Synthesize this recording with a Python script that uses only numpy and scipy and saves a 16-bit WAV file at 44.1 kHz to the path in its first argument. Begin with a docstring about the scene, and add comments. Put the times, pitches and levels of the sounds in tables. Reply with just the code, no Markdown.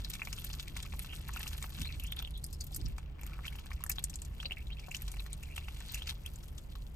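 """Duck dabbling in a paper cup in an idling car

A duck dabbles its bill in a paper cup of water inside a parked car whose engine idles.
Each quick bite traps air that rings as decaying sines rising in pitch; slurps are a froth of short rings;
wet films snap between the bill halves as noise cracks amid spray; grains of bubbling and spray patter on.
Soft thuds, air hiss and a cabin boom of resonant noise and a low hum lie below.
Two close microphone ports hear the duck with a colour and delay of their own, amid short reflections."""
import sys
import numpy as np
from scipy import signal
from scipy.fft import rfft, irfft, next_fast_len
from scipy.io import wavfile
from scipy.ndimage import uniform_filter1d

SR = 44100
rng = np.random.default_rng(int(sys.argv[2]) if len(sys.argv) > 2 else 0)


def unload_audio(sound):
    """Save the sound as a 16-bit wav file, at the path given as the first command line argument."""
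    columns = np.transpose(np.atleast_2d(sound))
    # keep every value between -1 and 1, then stretch to whole-number steps
    steps = np.round(np.clip(columns, -1, 1) * 32767)
    wavfile.write(sys.argv[1], SR, steps.astype(np.int16))


def volts_from_decibels(level):
    """Turn decibel levels (scalar or array-like) into linear amplitude factors."""
    exponent = np.asarray(level, float) / 20
    return 10 ** exponent


N = 306495

# trapped air pockets: t/s, peak level/dB, pitch f/Hz, dull slap of water relative to that peak/dB
POCKETS = [(0.048, -33, 3700, -35), (0.104, -45, 2600, -22), (0.195, -41.5, 2450, -12),
           (0.218, -27.5, 2350, -7.5), (0.273, -34, 2230, -1), (0.331, -38, 2690, -8),
           (0.386, -33.5, 3220, -28), (0.502, -39.5, 2730, -5), (0.597, -50, 1980, 8.5),
           (0.677, -40.5, 2180, -14), (0.764, -52.5, 1400, 10), (0.8, -46.5, 2230, -20),
           (0.852, -48, 1140, -15), (0.924, -40.5, 2280, -22), (0.937, -52, 1040, 14.5),
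           (0.993, -40.5, 2300, -26), (1.046, -47.5, 2500, 6), (1.133, -38, 2440, -4.5),
           (1.292, -42.5, 1030, 9.5), (1.362, -37.5, 1290, 2), (1.371, -34, 2480, -23),
           (1.406, -40, 2590, -1), (1.43, -49, 2400, -19), (1.461, -58.5, 980, 18), (1.468, -35, 2640, -23),
           (1.532, -52, 1260, 10), (1.625, -41, 2100, -28), (1.642, -44, 1085, 10.5), (1.786, -53, 1620, 8),
           (1.853, -40, 2200, -20), (1.815, -35, 2640, -23), (1.998, -37.5, 2750, -32),
           (2.123, -27.5, 3230, -16), (2.249, -31, 3270, -26), (2.274, -39, 2880, -17),
           (2.169, -34, 3260, -16), (2.225, -36.5, 3200, -6), (2.983, -43, 2140, 6.5),
           (3.193, -47.5, 2100, -5), (3.234, -53, 1890, 8), (3.391, -51.5, 1150, 13.5),
           (3.453, -46, 2300, -22), (3.48, -31, 2920, -26), (3.526, -44, 2030, -8), (3.555, -61, 2170, 17),
           (3.586, -42, 2860, -24), (3.66, -53, 1600, 4), (3.706, -46, 1040, -5), (3.716, -38.5, 2150, 0.5),
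           (3.806, -47.5, 1000, -7), (3.838, -44, 1200, 5.5), (3.864, -45, 1640, 4),
           (3.901, -34, 2360, -3.5), (3.984, -27, 3380, -10), (4.401, -32, 3120, -18),
           (4.43, -42.5, 2570, 3), (4.455, -29.5, 2720, -32), (4.509, -30, 2680, -34),
           (4.52, -27, 2730, -44), (4.57, -36.5, 2340, -23), (4.67, -42, 3500, -22),
           (4.703, -44, 2480, -30), (4.794, -44, 2500, -23), (4.884, -46, 690, 7), (4.915, -33, 2500, -24),
           (4.947, -26.5, 2750, -17), (5.019, -45.5, 2800, -20), (5.079, -42, 3020, -8),
           (5.141, -45, 2140, 2), (5.167, -45, 2650, -2), (5.196, -33, 3660, -23), (5.201, -41, 2380, -6),
           (5.263, -47.5, 1700, 6), (5.332, -39, 3570, -31), (5.429, -49, 2250, -15),
           (5.565, -36.5, 2960, -18), (5.579, -32, 2590, -4), (5.684, -38, 2600, 0.5),
           (5.944, -33.5, 2590, -33), (6.02, -32, 3130, -11), (6.075, -38, 2440, -14),
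           (6.262, -33, 3080, -22), (6.583, -41, 3350, -28), (6.755, -52, 1090, 6)]
# wet snaps of the bill: t/s, peak level/dB, pitch f/Hz, drive of the spray around it relative to that level/dB
FILM_SNAPS = [(0.047, -30, 4570, -15), (0.1012, -28.5, 11500, -6.5), (0.1363, -41.5, 5700, 5.5),
              (0.152, -43, 7000, -1), (0.251, -40.5, 5750, -2), (0.329, -27.5, 5160, -7.5),
              (0.3656, -43, 4770, -5), (0.38, -38, 9000, -11), (0.447, -28.5, 11600, -5.5),
              (0.532, -32.5, 5160, -2.5), (0.597, -42.5, 5400, -4), (0.768, -36, 7040, -4),
              (0.828, -33, 8300, -7.5), (0.9932, -21.5, 10800, -40), (1.025, -37, 13000, -6),
              (1.2845, -33, 12400, -9), (1.336, -39.5, 6200, 2), (1.3942, -29, 11400, -23),
              (1.478, -35, 4970, 1), (1.581, -35.5, 11500, -9), (1.627, -28.5, 7900, -15.5),
              (1.817, -45.5, 6340, 10), (1.998, -31.5, 11700, -19), (2.0378, -30.5, 11260, -9.5),
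              (2.1208, -29.5, 12200, -10), (2.165, -33.5, 11200, -23.5), (2.225, -31, 14100, -41),
              (2.308, -36, 10800, -33), (2.377, -36.5, 11200, -15), (2.442, -26, 9200, -10),
              (2.4653, -32, 10700, -18), (2.5298, -36, 9200, -3.5), (2.61, -38, 6400, 5),
              (2.6426, -33.5, 13400, -11), (2.669, -43, 12470, 1), (2.72, -41, 10900, -15),
              (2.747, -25.5, 8260, -11), (2.763, -28, 11900, -1.5), (2.814, -37, 4540, -15),
              (2.861, -31.5, 4940, -25), (2.9823, -44, 6800, -0.5), (3.213, -40, 12200, -9),
              (3.2338, -38.5, 7160, -19), (3.266, -33.5, 12200, -9), (3.444, -55, 5300, 0),
              (3.464, -47, 5270, 1), (3.596, -46, 5100, -12), (3.733, -42.5, 5200, -4),
              (3.839, -19.5, 11270, -43), (3.865, -31, 8060, -11), (3.8974, -16.5, 13100, -7),
              (3.917, -34, 7060, 6.5), (3.959, -51, 4640, 7), (3.992, -34, 12700, -32),
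              (4.041, -15, 8450, -13.5), (4.099, -42.5, 7100, 5), (4.1405, -48, 4500, 7.5),
              (4.1574, -25, 7640, -17), (4.2195, -31.5, 7900, -10), (4.2506, -45, 7200, 2),
              (4.428, -47.5, 4300, 4), (4.797, -42, 4930, -8), (4.9124, -33, 7300, -21),
              (4.948, -31.5, 4940, -4), (4.9545, -33, 12200, -10), (4.9673, -32, 6700, -8),
              (5.021, -29.5, 11900, -10), (5.082, -47.5, 5200, 7), (5.1176, -34.5, 8800, -6),
              (5.3305, -25.5, 8500, -24), (5.433, -40.5, 7200, -9), (5.563, -34, 8160, -7.5),
              (5.804, -39, 8000, -19), (5.92, -34, 14500, -7), (5.944, -42.5, 5900, 2.5),
              (6.0723, -30, 4300, -6), (6.262, -33, 10400, -8), (6.359, -36.5, 7250, -15),
              (6.433, -54, 5500, -14), (6.5815, -45.5, 5840, 3)]


def rms_one(x):
    """Scale to unit rms."""
    return x / np.sqrt(np.mean(x ** 2) + 1e-20)


def in_time(rows):
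    """Columns of a curve, sample by sample."""
    s, *columns = np.transpose(rows)
    return [np.interp(np.arange(N) / SR, s, c) for c in columns]


def at_hz(points, hz):
    """Read a spectrum on a log-frequency axis."""
    f, v = np.transpose(points)
    return np.interp(np.log(hz + 1), np.log(f + 1), v)


def drift(rate_hz):
    """Slow random wander of rms 1: noise through two equal poles at rate_hz, drawn every 40 samples."""
    r = np.exp(-2 * np.pi * rate_hz * 40 / SR)
    noise = rng.standard_normal(N // 40 + 2002)
    slow = signal.lfilter([1], [1, -2 * r, r * r], noise)[2000:]
    return np.interp(np.arange(N) / 40, np.arange(len(slow)), rms_one(slow))


def resonate(x, hz, width):
    """Two-pole resonance, gain 1 on top."""
    r = np.exp(-np.pi * width / SR)
    poles = [1, -2 * r * np.cos(2 * np.pi * hz / SR), r * r]
    return signal.lfilter(np.array([1, 0, -1]) * (1 - r * r) / 2, poles, x)


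def resonate_twice(x, hz, width):
    """Two equal resonances in a row, for steeper skirts."""
    return resonate(resonate(x, hz, width), hz, width)


def add(out, s, sound):
    """Mix a short sound in at time s."""
    at = int(max(s, 0) * SR)
    out[at:at + len(sound)] += sound[:max(N - at, 0)]


def hiss(level_db=-63, left_db=2.0):
    """Smooth cabin air noise, unrelated in the two ports; left is raised and right lowered by left_db."""
    # spectrum of the air noise: f/Hz, relative level per Hz/dB
    air_spectrum = [(200, 2), (400, -0.5), (800, -5), (1500, -13.5), (3000, -14.5), (8000, -49),
                    (16000, -23)]
    hz = np.arange(N // 2 + 1) * SR / N
    shape = volts_from_decibels(at_hz(air_spectrum, hz)) * np.minimum(hz / 200, 1) ** 2
    air = rms_one(irfft(rfft(rng.standard_normal((2, N))) * shape, N))
    return volts_from_decibels(level_db) * air * volts_from_decibels([[left_db], [-left_db]])


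def boom(firing_hz=26.5, firing_db=-52.5):
    """The idling engine shakes cabin air and panels at random; its firing rate hums with a slight wander."""
    # cabin: t/s, low boom level/dB, upper boom level/dB
    boom_levels = [(0.0, -44.5, -51), (4.0, -43, -54), (6.95, -45, -55)]
    # cabin air: f/Hz, half the bandwidth of each of two resonators in a row/Hz, relative level/dB
    air_modes = [(51.25, 8.7, 0.5), (72.87, 5.6, -3.5), (45.9, 5, -6)]
    # panels: f/Hz, half the bandwidth of each of two resonators in a row/Hz, relative level/dB
    panel_modes = [(144.1, 8, -3), (113.4, 33.3, 0.5), (194, 28.7, -9), (297.6, 62, -15.5)]
    low_db, upper_db = in_time(boom_levels)
    hum = np.sqrt(2) * np.sin(2 * np.pi * firing_hz * np.arange(N) / SR)
    out = volts_from_decibels(firing_db) * hum * volts_from_decibels(drift(5.1))
    # side level relative to mid, then left minus right, both in dB
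    for modes, level_db, side_db, balance_db in ((air_modes, low_db, -20., -.8), (panel_modes, upper_db, -11., 1.)):
        white = rng.standard_normal((len(modes), 2, N + SR))
        mid, side = 0, 0
        for (hz, half_width, db), noise in zip(modes, white):
            ringing = resonate_twice(noise, hz, 2.0 * half_width)[:, SR:]  # drop the run-in second
            ringing = volts_from_decibels(db) * rms_one(ringing)
            mid, side = mid + ringing[0], side + ringing[1]
        pair = rms_one(mid) + volts_from_decibels(side_db) * rms_one(side) * [[1], [-1]]
        out = out + volts_from_decibels(level_db) * pair * volts_from_decibels(balance_db * np.array([[.5], [-.5]]))
    return out


def cabin(x, t60_s=0.047):
    """Dense short dull reflections from glass and seats, unrelated in the two ports."""
    t = np.arange(int(.15 * SR)) / SR
    tail = rng.standard_normal((2, len(t))) * volts_from_decibels(-60 * t / t60_s) * (t > .002)
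    tail = signal.sosfilt(signal.butter(2, 10000, fs=SR, output="sos"), tail)
    tail = tail / np.sqrt(np.sum(tail ** 2) / 2)
    return signal.fftconvolve(x[None], tail, axes=1)[:, :N]


def ports(x):
    """Body of the phone delays and shades the sound differently on its way to each port."""
    # phase between the ports: f/Hz, lead of the left port/rad
    left_lead = [(0, 0), (450, .8), (650, 4.2), (1150, 6.3), (1900, 6.0), (3000, 8.1), (3600, 9.3),
                 (4200, 9.3), (4600, 6.1), (7900, 5.5), (10000, 3.2), (12700, .2), (14600, -.3),
                 (15800, -2.8)]
    # level between the ports: f/Hz, left minus right/dB
    left_balance = [(100, 0), (600, 6), (2100, 3), (2800, -3), (3400, 0), (3900, 7), (4800, 4), (5900, 10),
                    (7000, 3), (9000, 0)]
    size = next_fast_len(N)
    hz = np.arange(size // 2 + 1) * SR / size
    lead = np.interp(hz, *np.transpose(left_lead))
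    # each port takes half the difference
    half = volts_from_decibels(at_hz(left_balance, hz) / 2) * np.exp(.5j * lead)
    return irfft(rfft(x, size) * np.array([half, 1 / half]), size)[:, :N]


def bumps():
    """The duck shifts and bumps lap and cup: soft dull thuds, each a swell of noise in one broad resonance."""
    # thuds: t/s, rms level at the height of the swell/dB, pitch f/Hz, time from height to 1/e/s
    thuds = [(1.858, -45, 67.6, 0.18), (2.864, -37, 53, 0.092), (1.805, -41.5, 130, 0.024),
             (2.716, -54, 467, 0.005), (2.8, -53.5, 300, 0.026), (2.85, -43, 132, 0.015),
             (4.457, -52, 590, 0.0092), (4.515, -50.5, 586, 0.0066)]
    out, t = np.zeros(N), np.arange(-6000, 6000) / SR
    for (s, db, hz, length), noise in zip(thuds, rng.standard_normal((len(thuds), len(t)))):
        thud = rms_one(resonate_twice(noise, hz, hz / 1.8))
        add(out, s + t[0], volts_from_decibels(db) * thud * np.exp(-(t / length) ** 2))
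    return out


def grains(spectrum, per_s, q, clump_db, own_db, size_db, count):
    """Random tiny bursts dealt to resonators across a spectrum, clumped in time together and band by band; rms 1."""
    sizes = volts_from_decibels(size_db * np.minimum(rng.exponential(1, N), 3.5)) * rng.choice([-1, 1], N)
    born = rng.random(N) < per_s / SR
    dealt = rng.integers(0, count, N)
    out = 0
    for k, hz in enumerate(np.geomspace(spectrum[0][0], spectrum[-1][0], count)):
        bursts = sizes * born * (dealt == k)
        rung = rms_one(resonate(bursts + 1e-18, hz, hz / q))
        out = out + volts_from_decibels(at_hz(spectrum, hz) + own_db * drift(8.8)) * rung
    return rms_one(out * volts_from_decibels(clump_db * drift(40.6)))


def stirring(settle_db=-13.5, settle_s=0.0058):
    """Small bubbles and fine spray, stirred up by each bite and settling until the next; splashes swell on top."""
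    # water stirring between bites: t/s, bubbling level/dB, fine spray level/dB
    stir_levels = [(0.0, -64, -56.5), (0.5, -61.5, -50), (0.67, -60.5, -56), (0.85, -63, -57),
                   (1.35, -58.5, -53), (1.8, -57, -50), (2.0, -62, -57), (2.3, -70, -66),
                   (2.6, -101, -58.5), (2.85, -63, -61.5), (3.13, -71, -76), (3.25, -57.5, -61),
                   (3.85, -65.5, -63), (4.3, -66.5, -60), (4.75, -68.5, -66), (4.95, -66, -55.5),
                   (5.4, -67, -60), (5.9, -60, -56.5), (6.95, -79, -65.5)]
    # splashes, thrown up by a plunge or a shake of the bill:
    # t/s, time from height to 1/e/s, bubbling level/dB, fine spray level/dB
    splashes = [(0.777, 0.031, -59, -56), (2.071, 0.0058, -77, -40), (2.196, 0.0077, -47, -45),
                (3.472, 0.009, -73, -47.5), (5.957, 0.054, -60.5, -51), (6.101, 0.018, -51.5, -48.5)]
    # small bubbles: f/Hz, relative level/dB
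    bubble_spectrum = [(700, -10.5), (1250, -4), (1800, -5), (2500, 2.5), (3100, 0.5), (4500, -12)]
    # fine spray: f/Hz, relative level/dB
    spray_spectrum = [(1500, -113), (3500, 12.5), (5000, -7.5), (8500, 4), (11500, 7.5), (14000, 2.5)]
    now = np.arange(N) / SR
    bubbling, spraying = volts_from_decibels(in_time(stir_levels))
    for s, length, bubbling_db, spray_db in splashes:
        swell = np.exp(-((now - s) / length) ** 2)
        bubbling = bubbling + volts_from_decibels(bubbling_db) * swell
        spraying = spraying + volts_from_decibels(spray_db) * swell
    bites = np.sort([0] + [row[0] for row in POCKETS + FILM_SNAPS])
    since = now - bites[np.searchsorted(bites, now, "right") - 1]
    settling = volts_from_decibels(settle_db * (1 - np.exp(-since / settle_s)))
    settling = rms_one(uniform_filter1d(settling, size=250))
    bubbles = grains(bubble_spectrum, per_s=900., q=6., clump_db=2.5, own_db=1.5, size_db=3.8, count=24)
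    spray = grains(spray_spectrum, per_s=2500.0, q=5., clump_db=2.8, own_db=2., size_db=3.5, count=14)
    return settling * (bubbling * bubbles + spraying * spray)


def slurps(per_s=450.0, scatter=0.085, size_db=3.0, edge_db=-1.5):
    """Water sucked through the half-closed bill froths into bubbles pitched round that of the bill cavity."""
    # slurps: t/s, length/s, base level of the bubbles/dB, bill cavity at first f/Hz, at last f/Hz
    sucks = [(0.13, 0.036, -45.5, 2300, 2480), (1.087, 0.061, -40.5, 2750, 3170),
             (1.324, 0.065, -45.5, 2650, 2620), (1.829, 0.044, -34, 3530, 3850),
             (1.868, 0.047, -39, 2740, 2200), (1.935, 0.013, -40.5, 2300, 2640),
             (2.024, 0.026, -39, 2580, 2700), (2.046, 0.063, -43, 3000, 3440),
             (2.186, 0.017, -27.5, 3596, 3240), (2.338, 0.055, -43, 3470, 3750),
             (2.435, 0.013, -31, 4270, 4730), (2.525, 0.024, -44.5, 4560, 5000),
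             (2.603, 0.015, -40, 4430, 4660), (2.735, 0.026, -43, 4750, 4900),
             (2.855, 0.015, -43, 5130, 5170), (3.261, 0.098, -50.5, 1240, 1320),
             (3.442, 0.03, -38.5, 2000, 2900), (4.446, 0.017, -26, 3330, 4560),
             (4.572, 0.054, -46.5, 2180, 2700), (4.711, 0.023, -39, 2800, 3880),
             (4.766, 0.022, -44, 2200, 3200), (4.809, 0.065, -51, 2330, 2570),
             (5.295, 0.048, -54, 2520, 2170), (5.44, 0.052, -51, 3200, 2100),
             (5.483, 0.055, -45, 2090, 2700), (5.612, 0.05, -46.5, 2090, 3180),
             (5.882, 0.027, -40, 4400, 3660), (5.952, 0.057, -43, 2500, 2970),
             (6.068, 0.052, -42, 2920, 3340)]
    out, t = np.zeros(N), np.arange(700) / SR
    draws = rng.random((len(sucks), 4, 220))
    for (s, length, db, first_hz, last_hz), (wait, high, big, long) in zip(sucks, draws):
        done = np.cumsum(-np.log(wait)) / per_s / length  # share of the slurp gone by at each bubble
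        pitch = (first_hz + (last_hz - first_hz) * done) * (1 + scatter * (2 * high - 1))
        edge = edge_db * (2 * done - 1) ** 2  # start and end lie under the middle
        gain = volts_from_decibels(db + edge - size_db * np.log(big + 0.14))
        ring_s = 0.0018 * (0.18 + long)
        for share, f, g, ring in np.transpose([done, pitch, gain, ring_s])[done < 1]:
            tone = np.sin(2 * np.pi * f * t * (1 + 2.6 * t))  # pitch rises
            shape = (1 - np.exp(-t / 0.0009)) * np.exp(-t / ring)
            add(out, s + share * length, g * tone * shape)
    return out


def snaps(crack_s=0.00018, spray_s=0.0028, early_s=0.003, crack_q=0.78, spray_q=0.69, broad_db=-9.5):
    """A film between the bill halves bursts in a brief crack, inside a short swell of droplets of like colour."""
    out, t = np.zeros(N), np.arange(2200) / SR
    body = signal.butter(2, 1200, "high", fs=SR, output="sos")

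    def colour(x, hz, q):
        """Broad resonance at the pitch of the snap, over a little of everything above 1200 Hz."""
        return 2 * resonate_twice(x, hz, hz / q) + volts_from_decibels(broad_db) * signal.sosfilt(body, x)

    for (s, db, hz, spray_db), noise in zip(FILM_SNAPS, rng.standard_normal((len(FILM_SNAPS), 2, len(t)))):
        crack = (2.2 + noise[0]) * np.cos(2 * np.pi * hz * t) * t * np.exp(-t / crack_s)
        crack = colour(crack, hz, crack_q)
        spray = colour(noise[1] * t / spray_s * np.exp(-t / spray_s), hz, spray_q)
        add(out, s, volts_from_decibels(db) * crack / np.abs(crack).max())
        add(out, s - early_s, volts_from_decibels(db + spray_db) * spray)
    return out


def gurgles(cycles=6.96, spread=0.24, others_db=-13.5, scatter_s=0.024, swell_s=0.0023, slap_s=0.00041):
    """An air pocket rings amid four quieter ones of similar pitch, each rising in pitch as it surfaces."""
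    out, t = np.zeros(N), np.arange(1000) / SR
    dull = signal.butter(2, [600, 1700], "band", fs=SR, output="sos")
    slaps = signal.sosfilt(dull, rng.standard_normal((len(POCKETS), len(t))) * np.exp(-t / slap_s))
    for (s, db, hz, slap_db), draw, slap in zip(POCKETS, rng.random((len(POCKETS), 5, 3)), slaps):
        add(out, s, volts_from_decibels(db + slap_db) * slap / np.abs(slap).max())
        for k, (late, detune, damping) in enumerate(draw):
            other = k > 0  # the first is the pocket itself
            f = hz * (1 + spread * (2 * detune - 1) * other)
            decay = f / cycles * (2 + 2 * damping)  # per second: 1/e within 1.7 to 3.5 cycles
            tone = np.sin(2 * np.pi * f * t * (1 + .03 * (decay * t - 1)))
            shape = np.exp(-decay * t) * (1 - np.exp(-t / swell_s))
            gain = volts_from_decibels(db + other * (others_db - 6.2 * damping)) / shape.max()
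            add(out, s + other * (late - .4) * scatter_s, gain * shape * tone)
    return out


def scene():
    """Duck and water close to the ports, cabin all round."""
    duck = gurgles() + slurps() + snaps() + stirring() + bumps()
    reflections = volts_from_decibels(-10) * cabin(duck)
    return ports(duck) + reflections + boom() + hiss()


def band_limit(x):
    """A steep low-pass at the top of the band."""
    return signal.sosfilt(signal.butter(12, 16810, fs=SR, output="sos"), x)


def record(dry):
    """The microphones lose the very top."""
    top = signal.butter(8, 15400, fs=SR, output="sos")
    mix = signal.sosfilt(top, dry)
    return band_limit(mix)


dry = scene()
out = record(dry)
unload_audio(out)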